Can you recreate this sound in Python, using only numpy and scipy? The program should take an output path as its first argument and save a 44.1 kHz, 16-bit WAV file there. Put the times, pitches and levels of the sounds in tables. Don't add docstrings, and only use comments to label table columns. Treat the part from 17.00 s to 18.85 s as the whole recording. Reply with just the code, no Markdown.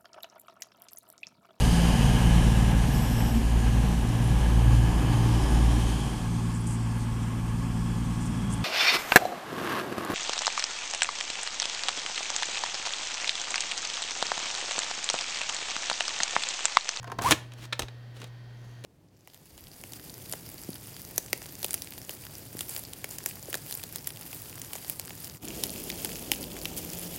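import sys
import numpy as np
from scipy import signal
from scipy.fft import rfft, irfft, next_fast_len
from scipy.io import wavfile

SR = 44100
rng = np.random.default_rng(int(sys.argv[2]) if len(sys.argv) > 2 else 0)


def store_pcm(level_fs):
    pcm = np.round(np.clip(level_fs, -1, 1) * 32767).astype(np.int16)
    wavfile.write(sys.argv[1], SR, np.atleast_2d(pcm).T)


N = 81585

# start in seconds, level in dB, then bass and treble in dB from that level.
EDGE_CATCHES = [(.0298, -48.5, -27, -5), (.0432, -41.5, -17.5, -13), (.0713, -47, -4, -21.5),
                (.0755, -39.5, -4, -24.5), (.0995, -42, -9.5, -20), (.1178, -35, -7.5, -13.5),
                (.1220, -43.5, 6, -14.5), (.1865, -37, -7, -10), (.1885, -30, -4, -26.5),
                (.2130, -37, 2, -25), (.2210, -37.5, -4, 1.5), (.2935, -37.5, -16.5, -18)]
SEATING_CLACKS = [(.3092, -19, -5.5, -0.5), (.3145, -25.5, -8.5, -6), (.3178, -17.5, -7.5, -5.5),
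                  (.3228, -17, -12, -9.5)]
FINGER_TICKS = [(.5195, -47.5, -22, -15), (.5360, -53.5, 1, -0.5), (.6535, -52.5, -4, -2.5),
                (1.167, -51, -0.5, -11), (1.2017, -52.5, 2, -8), (1.2166, -43, -5, -9),
                (1.230, -50.5, 4, -15), (1.2415, -43, -4.5, -8.5), (1.8393, -45.5, 1, -6),
                (1.8475, -40.5, 6, -6.5)]
TIPPING_KNOCKS = [(.7252, -30.5, -7.5, -25), (.7285, -27, -45, -17.5), (.7320, -41.5, -33, -14),
                  (.7932, -30.5, -1.5, -0.5), (.7963, -35.5, -4, -1), (.8040, -45.5, 7.5, -1),
                  (.8205, -35.5, -10.5, -5), (.8305, -42, 4.5, -10.5), (.8835, -45, -5, -20)]
# pitch in Hz, relative level in dB.
SLEEVE_TONES = [(700, -2.5), (930, -4.5), (1055, -2), (1560, -5.5)]
SHELL_TONES = [(562, -1.5), (675, -9), (1085, 6), (1687, 6), (1846, -6.5), (2213, -3), (2463, -1),
               (2966, -1.5), (3177, 3.5), (6875, -3.5)]
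REEL_TONES = [(790, 3.5), (1290, -1), (1762, 4), (2467, 3), (2671, 1), (3850, 4)]
# pitch in Hz, seconds to fade by 60 dB, relative level in dB.
BARE_CLICK = (8800, 0.0011, 15)
REEL_PING = (8170, .016, 1)
# start in seconds, pitch in Hz, level in dB, seconds to fade by 60 dB.
BOX_BOOMS = [(0.3216, 314.6, -14, 0.068), (0.796, 75.6, -32.5, 0.1), (0.817, 52.6, -24, 0.067)]

# time in seconds, level in dB.
RUMBLE_LEVELS = [(0, -58), (.17, -48), (.22, -41.5), (.28, -34.5), (.34, -42.5), (.39, -52.5), (.6, -74)]
SCRAPE_LEVELS = [(.195, -84), (.212, -53), (.226, -34.5), (.245, -35), (.272, -31), (.29, -30),
                 (.308, -31.5), (.328, -29.5), (.345, -65)]
BRUSH_LEVELS = [(.56, -69.5), (.587, -50), (.602, -53.5), (.632, -46.5), (.655, -47), (.70, -102),
                (1.12, -80), (1.163, -53.5), (1.183, -58.5), (1.212, -51.5), (1.258, -63), (1.278, -56),
                (1.31, -100.5)]
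GRIP_LEVELS = [(1.48, -85.5), (1.66, -68.5), (1.84, -73.5)]
# time in seconds, pitch in Hz, level in dB.
SQUEAK_PATH = [(.243, 740, -34.5), (.249, 820, -27), (.258, 962, -25), (.266, 996, -22), (.273, 1050, -24),
               (.281, 1150, -25.5), (.286, 1180, -29), (.294, 1210, -31.5), (.301, 1233, -59.5)]
# multiple of the pitch, relative level in dB.
SQUEAK_HARMONICS = [(1, 4), (2, -17), (3, -18)]

# frequency in Hz, relative level in dB.
AIR_COLOUR = [(45, -19), (90, -19), (200, -21), (600, -26), (1300, -33), (1750, -30), (2150, -35),
              (4600, -38), (8000, -53), (15500, -54.5), (17000, -78.5)]
RUMBLE_COLOUR = [(45, -2), (90, 4), (180, -4), (350, -4.5), (1500, -53.5)]
THUMP_COLOUR = [(60, -17.5), (190, -4), (320, -1.5), (570, -1.5), (850, -12.5), (2000, -39)]
CARDBOARD_COLOUR = [(300, -40), (900, 5.5), (1700, -4), (2700, -10), (4500, -14.5), (16000, -50.5)]
PLASTIC_COLOUR = [(380, -31.5), (760, 2.5), (1800, 0), (3600, 3), (5000, -6), (8000, -15), (16000, -45)]
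BRIGHT_COLOUR = [(2000, -31.5), (4500, -10), (6400, 2.5), (8000, -10), (11000, -7.5), (16000, -17.5)]
SCRAPE_COLOUR = [(60, -21), (200, -3), (500, 4.5), (1200, 6), (2300, 2), (4000, -1.5), (6500, -4),
                 (10000, -6.5), (16000, -14)]
BRUSH_COLOUR = [(100, 12), (280, 15), (900, 4), (3000, 6.5), (6000, -0.5), (9000, -5), (16000, -12.5)]
ECHO_COLOUR = [(300, -4), (550, 5.5), (900, 1.5), (1500, 0.5), (16000, -1)]

# pitch in Hz, level in dB.
APPLIANCE_TONES = [(1520, -72), (1865, -69), (3192, -73.5), (4500, -75.5)]
# frequency in Hz, seconds to fade by 60 dB.
ECHO_FADES = [(250, 0.29), (700, 0.32), (3000, 0.32), (14000, 0.27)]

HUM_HZ, HUM_DB, AIR_DB = 120, -45, -55.5
LOW_CUT_HZ, TOP_HZ = 30, 16600


def amp(db):
    return 10 ** (np.asarray(db) / 20)


def unit(x):
    return x / np.sqrt(np.mean(x ** 2) + 1e-20)


def along(points, hz):
    freqs, values = np.transpose(points)
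    return np.interp(np.log(hz + 1), np.log(freqs + 1), values)


def curves(rows):
    times, *columns = np.transpose(rows)
    return [np.interp(np.arange(N) / SR, times, column) for column in columns]


def gate(rows):
    t = np.arange(N) / SR
    return (t >= rows[0][0]) & (t <= rows[-1][0])


def wobble(rate):
    return np.interp(np.arange(N) * rate / SR, np.arange(N), rng.standard_normal(N))


def coloured(x, colour):
    gains = amp(along(colour, np.fft.rfftfreq(len(x), 1 / SR)))
    return unit(irfft(rfft(x) * gains, len(x)))


def fade(t, t60):
    return np.exp(-np.log(1000) * t / t60)


def add(track, start, sound):
    part = track[int(start * SR):][:len(sound)]
    part += sound[:len(part)]


def background():
    t = np.arange(N) / SR
    hum = unit(np.sin(2 * np.pi * HUM_HZ * t)) * amp(HUM_DB + 0.33 * wobble(6))
    whine = sum(unit(np.sin(2 * np.pi * hz * t + 2 * wobble(80))) * amp(db)
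                for hz, db in APPLIANCE_TONES)
    air = amp(AIR_DB) * coloured(rng.standard_normal(N), AIR_COLOUR)
    return hum + whine + air


def rumble_and_booms():
    rumble = coloured(rng.standard_normal(N), RUMBLE_COLOUR)
    out = rumble * amp(curves(RUMBLE_LEVELS)[0]) * gate(RUMBLE_LEVELS)
    t = np.arange(SR // 2) / SR
    for start, hz, db, t60 in BOX_BOOMS:
        rise = 1 - np.exp(-t * hz * 2)
        add(out, start, -amp(db) * np.sin(2 * np.pi * hz * t) * fade(t, t60) * rise)
    return out


def hits(rows, colour, tones, tip, crack_t60, ring_t60, ring_db, snap_ratio):
    out, t = np.zeros(N), np.arange(8192) / SR

    def struck(sound, t60):
        sound = sound * fade(t, t60) * (1 - np.exp(-t / .0004))
        return sound / np.sqrt(np.sum(sound ** 2) / (.005 * SR))

    def burst(noise_colour, t60):
        return struck(coloured(rng.standard_normal(len(t)), noise_colour), t60)

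    tip_hz, tip_t60, tip_db = tip
    click = amp(tip_db) * np.sin(2 * np.pi * tip_hz * t) * fade(t, tip_t60)
    for start, db, bass_db, treble_db in rows:
        ring = sum(amp(level + 2 * rng.normal()) * np.sin(2 * np.pi * (hz * t + rng.random()))
                   for hz, level in tones)
        thump = amp(bass_db) * burst(THUMP_COLOUR, crack_t60 * 1.7)
        snap = amp(treble_db) * (click + burst(BRIGHT_COLOUR, crack_t60 * snap_ratio))
        crack = burst(colour, crack_t60)
        add(out, start, amp(db) * (thump + crack + snap + amp(ring_db) * struck(ring, ring_t60)))
    return out


def rubbing(levels, colour, slips_per_s, hiss, uneven_db):
    slips = unit((rng.random(N) < slips_per_s / SR) * rng.standard_normal(N))
    grain = coloured(slips + hiss * rng.standard_normal(N), colour)
    return grain * amp(curves(levels)[0] + uneven_db * wobble(270)) * gate(levels)


def squeak():
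    hz, db = curves(SQUEAK_PATH)
    shaky_hz = hz * (1 + .022 * wobble(600))
    phase = 2 * np.pi * np.cumsum(shaky_hz) / SR
    tone = unit(sum(amp(level) * np.sin(multiple * phase) for multiple, level in SQUEAK_HARMONICS))
    return tone * amp(db + 1.2 * wobble(400)) * gate(SQUEAK_PATH)


def room_echo(sound):
    hz, t, noise = signal.stft(rng.standard_normal(SR // 2), SR, nperseg=256)
    decay = amp(-60 * t / along(ECHO_FADES, hz)[:, None])
    tail = signal.istft(noise * decay, SR, nperseg=256)[1]
    tail *= 1 - np.exp(-np.arange(len(tail)) / SR / 0.0051)
    delays = (rng.uniform(0.0081, 0.024, size=14) * SR).astype(int)
    walls = np.bincount(delays, rng.standard_normal(size=14), len(tail))
    echo = amp(-17.5) * tail / np.linalg.norm(tail) + amp(-18.5) * walls / np.linalg.norm(walls)
    gains = amp(along(ECHO_COLOUR, np.fft.rfftfreq(SR, 1 / SR)))
    echo = irfft(rfft(echo, SR) * gains, SR)[:SR // 2]
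    return signal.fftconvolve(sound, echo)[:N]


def scene():
    box = rumble_and_booms()
    box += hits(EDGE_CATCHES, CARDBOARD_COLOUR, SLEEVE_TONES, BARE_CLICK,
                crack_t60=.035, ring_t60=.072, ring_db=.5, snap_ratio=.34)
    box += rubbing(SCRAPE_LEVELS, SCRAPE_COLOUR, slips_per_s=4700, hiss=.36, uneven_db=1.4)
    box += squeak()
    box += hits(SEATING_CLACKS, PLASTIC_COLOUR, SHELL_TONES, BARE_CLICK,
                crack_t60=.026, ring_t60=.05, ring_db=-3, snap_ratio=.54)
    box += hits(FINGER_TICKS, PLASTIC_COLOUR, REEL_TONES, BARE_CLICK,
                crack_t60=.037, ring_t60=.05, ring_db=-8.5, snap_ratio=.36)
    box += rubbing(BRUSH_LEVELS, BRUSH_COLOUR, slips_per_s=7000, hiss=.26, uneven_db=.8)
    box += hits(TIPPING_KNOCKS, PLASTIC_COLOUR, REEL_TONES, REEL_PING,
                crack_t60=.032, ring_t60=.021, ring_db=-2.5, snap_ratio=.6)
    box += rubbing(GRIP_LEVELS, BRIGHT_COLOUR, slips_per_s=1400, hiss=1, uneven_db=3)
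    return (box + room_echo(box) + background())[None]


def record(dry):
    padded = next_fast_len(N + SR // 2)
    low_cut = signal.butter(4, LOW_CUT_HZ, "highpass", fs=SR, output="sos")
    sound = signal.sosfilt(low_cut, dry)
    kept = np.fft.rfftfreq(padded, 1 / SR) < TOP_HZ
    return irfft(rfft(sound, padded) * kept, padded)[:, :N]


dry = scene()
out = record(dry)
store_pcm(out)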